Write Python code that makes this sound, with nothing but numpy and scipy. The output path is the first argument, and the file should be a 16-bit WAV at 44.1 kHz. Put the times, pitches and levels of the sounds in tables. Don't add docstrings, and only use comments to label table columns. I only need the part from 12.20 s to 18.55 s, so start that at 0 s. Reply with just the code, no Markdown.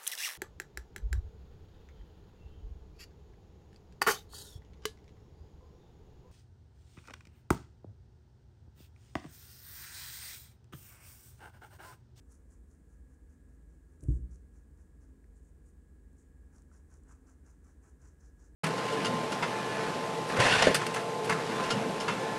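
import sys
import numpy as np
from scipy import signal
from scipy.fft import rfft, irfft
from scipy.io import wavfile

SR = 44100
rng = np.random.default_rng(int(sys.argv[2]) if len(sys.argv) > 2 else 0)


def pcm_store(signal):
    levels = np.round(np.clip(np.atleast_2d(signal), -1, 1) * 32767)
    wavfile.write(sys.argv[1], SR, levels.astype(np.int16).T)


N = 280035
TIME = np.arange(N) / SR
FREQS = np.arange(N // 2 + 1) * SR / N


def undb(db):
    return 10 ** (np.asarray(db) / 20)


def unit(x):
    return x / np.sqrt(np.mean(x ** 2))


def add(track, s, sound):
    start = int(s * SR)
    track[start:start + len(sound)] += sound[:N - start]


def colour(x, points):
    hz, db = np.transpose(points)
    gain = unit(undb(np.interp(np.log(FREQS + 1), np.log(hz), db)))
    cepstrum = irfft(np.log(gain), N)
    cepstrum[1:N // 2] *= 2
    cepstrum[N // 2:] = 0
    return irfft(rfft(x) * np.exp(rfft(cepstrum)), N)


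def resonate(x, hz, spread):
    edges = [hz / spread, hz * spread]
    return unit(signal.sosfilt(signal.butter(2, edges, "band", fs=SR, output="sos"), x))


def narrow_noise(hz, width):
    return unit(irfft(rfft(rng.standard_normal(N)) / (1 + ((FREQS - hz) / width) ** 2), N))


def tone(hz, waver_hz):
    pitch = hz + waver_hz * narrow_noise(0, 5.096)
    return unit(np.sin(2 * np.pi * np.cumsum(pitch) / SR))


def cracks(per_s, spread_db, size):
    strength = undb(spread_db * np.minimum(rng.exponential(size=size), 4))
    return unit((rng.random(size) < per_s / SR) * strength * rng.choice([-1, 1], size))


# frequency in Hz, relative level in dB.
RUMBLE_EQ = [(18, -4), (32, -2), (60, -1.5), (90, -6.5), (110, -15), (135, -4.5), (170, -9), (300, -13),
             (480, -20), (620, -29), (1400, -35.5), (1800, -36), (2300, -42.5), (3500, -61)]
# pitch in Hz, half-width in Hz, level in dB.
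ROOM_DRONES = [(60.4, 11, -62), (142.5, 5.6, -83.5), (304, 8.8, -80), (423, 11, -84.5), (468.3, 15, -83.5)]
def room_tone():
    rumble = undb(-62) * colour(rng.standard_normal(N), RUMBLE_EQ)
    drones = sum(undb(db) * narrow_noise(hz, width) for hz, width, db in ROOM_DRONES)
    throb = undb(-61) * tone(54, waver_hz=2.616) + undb(-63.5) * tone(76, waver_hz=1.57)
    return rumble + drones + throb


# time in seconds, relative level in dB.
HUM_FADER = [(0, -74.5), (.78, -82), (.95, -70.5), (1.45, -75.5), (1.68, -69.5), (2.7, -78.5), (2.92, -60),
             (3.1, -77), (4.4, -73.5), (4.7, -85.5), (4.9, -66.5), (5.2, -70.5), (5.55, -79.5),
             (6.35, -80.5)]
def hum():
    level_db = np.interp(TIME, *np.transpose(HUM_FADER))
    waver_db = 2 * narrow_noise(0, width=4)
    return undb(level_db + waver_db - 1) * tone(260, waver_hz=3.47)


# time in seconds, relative level in dB.
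WHINE_FADER = [(0, -90.5), (.55, -92.5), (.75, -86), (3.4, -90), (4.3, -85.5), (5.1, -91.5), (6, -85)]
def whine():
    level_db = np.interp(TIME, *np.transpose(WHINE_FADER))
    core = undb(1.1) * tone(1655, waver_hz=2.7)
    halo = undb(-1.5) * narrow_noise(1703, width=120)
    return undb(level_db) * (core + halo)


# frequency in Hz, relative level in dB.
HISS_EQ = [(1500, -5.5), (4200, -8.5), (5800, -8), (7000, -1.5), (8000, 0.5), (9200, -1.5), (9950, -3.5),
           (10200, -8), (12000, -10.5), (15500, -11.5)]
def microphone_hiss():
    return undb(-83) * colour(rng.standard_normal(N), HISS_EQ)


# first stroke, cut-off for new strokes, jaw period, stroke
# length and lengthening per stroke, all in seconds; softening constant in strokes; fresh crackle level
# and its drop, fresh mouth level and its drop, and brightness, all in relative dB; pulp pitch in Hz.
MOUTHFULS = [(0.099, 1.77, .197, .062, 0.0051, 2.7, -71.5, 16.5, -77.5, 10, 2, 6740),
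             (2.103, 2.92, .234, 0.064, 0.0036, 0.91, -77, 6, -80.5, 1, 0.5, 6700),
             (4.326, 4.78, .185, 0.084, 0.00048, 1.1, -77, -2, -75.5, 1, 1, 6700),
             (4.877, 5.71, .185, 0.068, 0.0084, 0.71, -72.5, 5.5, -68, 8, -1.5, 6780),
             (5.807, 6.28, .188, .1, 0.0012, 0.47, -74, 4, -74.5, 5.5, -4.5, 6480)]
# start and length in seconds, crackle level and brightness in relative dB.
SINGLE_CRUNCHES = [(1.812, 0.045, -71.5, 1), (1.866, 0.13, -77, -2), (3.15, .057, -81, -2),
                   (3.228, .083, -83, -10), (3.446, .063, -77.5, 0), (3.971, .07, -77.5, -5)]
def crunches(single_rustle_db=-9.5, single_hz=7400):
    cues = []
    for (first, done, period, length, longer, soften,
         crackle_db, crackle_drop, mouth_db, mouth_drop, bright_db, pulp_hz) in MOUTHFULS:
        for stroke, start in enumerate(np.arange(first, done, period)):
            softened = 1 - np.exp(-stroke / soften)
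            cues.append((start, length + stroke * longer, crackle_db - softened * crackle_drop,
                         mouth_db - softened * mouth_drop, bright_db, pulp_hz))
    for start, length, db, bright_db in SINGLE_CRUNCHES:
        cues.append((start, length, db, db + single_rustle_db, bright_db, single_hz))
    return cues


def pressure(t, length, rise, fall):
    return np.exp(-np.maximum(rise - t, 0) / rise - np.maximum(t - (length - fall), 0) / fall)


# frequency in Hz, relative level in dB.
SKIN_EQ = [(4500, -31), (6200, -18), (7400, -5.5), (8500, 0), (9700, 8), (10300, -5), (11400, -8.5),
           (12500, -17), (15000, -33)]
MOUTH_EQ = [(300, -23.5), (600, -4.5), (900, 0), (1200, -1), (1500, 1), (1750, -4.5), (2100, -11.5),
            (2600, -16), (3500, -29), (5000, -40.5)]
def chewing():
    pulp, skin, mouth = np.zeros((3, N))
    lead_s = .06
    t = TIME[:SR // 3] - lead_s
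    for start, length, crackle_db, mouth_db, bright_db, pulp_hz in crunches():
        crunch = undb(crackle_db) * pressure(t, length, rise=.013, fall=.021)
        stir = undb(mouth_db) * pressure(t, length, rise=.027, fall=.045)
        skin_share = 1 / (1 + undb(-2.2 * (bright_db - 2)))
        bursts = cracks(per_s=5500, spread_db=3, size=len(t))
        cells = resonate(bursts, pulp_hz * (1 + .023 * rng.standard_normal()), spread=1.172)
        fibres = cracks(per_s=3700, spread_db=1.5, size=len(t))
        rustle = cracks(per_s=3000, spread_db=3.5, size=len(t))
        add(pulp, start - lead_s, crunch * np.sqrt(1 - skin_share) * cells)
        add(skin, start - lead_s, crunch * np.sqrt(skin_share) * fibres)
        add(mouth, start - lead_s, stir * rustle)
    give = unit(undb(1.8 * narrow_noise(0, 55)))
    crackle = undb(1.7) * pulp + undb(-2.5) * colour(skin, SKIN_EQ)
    return give * crackle + undb(2) * colour(mouth, MOUTH_EQ)


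def small_snaps(boost_db=11.5, scatter_db=1.5):
    return [(start + length * rng.beta(2, 2), db + boost_db + scatter_db * rng.standard_normal(), hz)
            for start, length, db, _, _, hz in crunches()]


# start in seconds, level in dB, pitch in Hz.
ACCENT_SNAPS = [(0.1225, -55, 9450), (.1425, -60, 8100), (.513, -61, 6800), (1.808, -52.5, 7390),
                (1.8368, -48.5, 8450), (1.837, -69, 2570), (1.8383, -53, 7200), (2.158, -57, 6900),
                (3.042, -62.5, 1800), (3.043, -70, 5100), (3.93, -62.5, 8200), (4.383, -55, 6300),
                (4.421, -58, 7850), (4.5151, -60, 1390), (4.74, -51, 7100), (4.8357, -58.5, 7600),
                (4.91, -57.5, 1180)]
def snaps(rise_cycles=1.57):
    track, t = np.zeros(N), TIME[:SR // 50]
    for start, db, hz in ACCENT_SNAPS + small_snaps():
        age = hz * t / rise_cycles
        tick = np.sin(2 * np.pi * hz * t) * (age * np.exp(1 - age)) ** 3.7
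        crumbs = .28 * rng.standard_normal(len(t)) * np.exp(-t / .002)
        crackle = np.convolve(crumbs, tick / np.linalg.norm(tick))[:len(t)]
        add(track, start, undb(db) * (tick + crackle))
    return track


def reflections(x, t60, wet_db):
    t = TIME[:SR // 2]
    tail = rng.standard_normal(len(t)) * undb(-60 * t / t60) * (t > .003)
    return x + undb(wet_db) * signal.fftconvolve(x, tail / np.linalg.norm(tail))[:N]


# time in seconds, relative weight in dB, contact time in seconds.
PAW_LANDINGS = [(1.8299, -22, .0016), (1.8508, -7, 0.0095), (1.8848, 1.87, 0.003), (1.9041, -11.5, 0.0031),
                (1.9866, -21, 0.0028)]
# pitch in Hz, relative level in dB, seconds to fade by 60 dB.
FLOOR_MODES = [(40.7, -2.5, 0.32), (54.23, -4, 0.89), (64.15, 0, 0.73), (76.5, -17.5, 0.96),
               (90.7, 3, 0.059), (122.3, -8, 0.61), (135.4, 7, 0.14), (179.7, -15.5, 1), (254, -24, 0.16),
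               (293.6, 4.5, .16), (340.6, 1, 0.19), (390, -7.5, 0.52), (526, -2, 0.12), (615, 0.5, 0.11),
               (690, -2.5, 0.1)]
def hop(flip_hz=60):
    force, t = np.zeros(N), TIME[:2 * SR]
    for landing, db, contact in PAW_LANDINGS:
        push = np.exp(-2 * np.pi * (t[:SR // 50] / contact - 1) ** 2)
        add(force, landing - contact / 2, undb(db) * push / push.sum())
    ring = sum(np.sign(flip_hz - hz) * undb(db) * np.sin(2 * np.pi * hz * t) * undb(-60 * t / t60)
               for hz, db, t60 in FLOOR_MODES)
    thump = undb(-29) * signal.fftconvolve(force, ring)[:N]
    boom_eq = [(25, -35.5), (60, -3), (130, -14.5), (200, -9),
               (330, -2.5), (600, -2.5), (1500, -19), (4000, -73)]
    tail = colour(rng.standard_normal(N) * undb(-60 * TIME / .7), boom_eq)
    boom = undb(-33.5) * signal.fftconvolve(force, tail[:SR])[:N]
    return thump + boom


def scene():
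    eating = reflections(chewing() + snaps(), t60=.35, wet_db=-10)
    return (eating + hop() + room_tone() + hum() + whine() + microphone_hiss())[None]


def record(dry):
    low_cut = signal.butter(4, 38, "high", fs=SR, output="sos")
    high_cut = signal.ellip(10, .1, 70, 15700, fs=SR, output="sos")
    return signal.sosfilt(high_cut, signal.sosfilt(low_cut, dry))


dry = scene()
out = record(dry)
pcm_store(out)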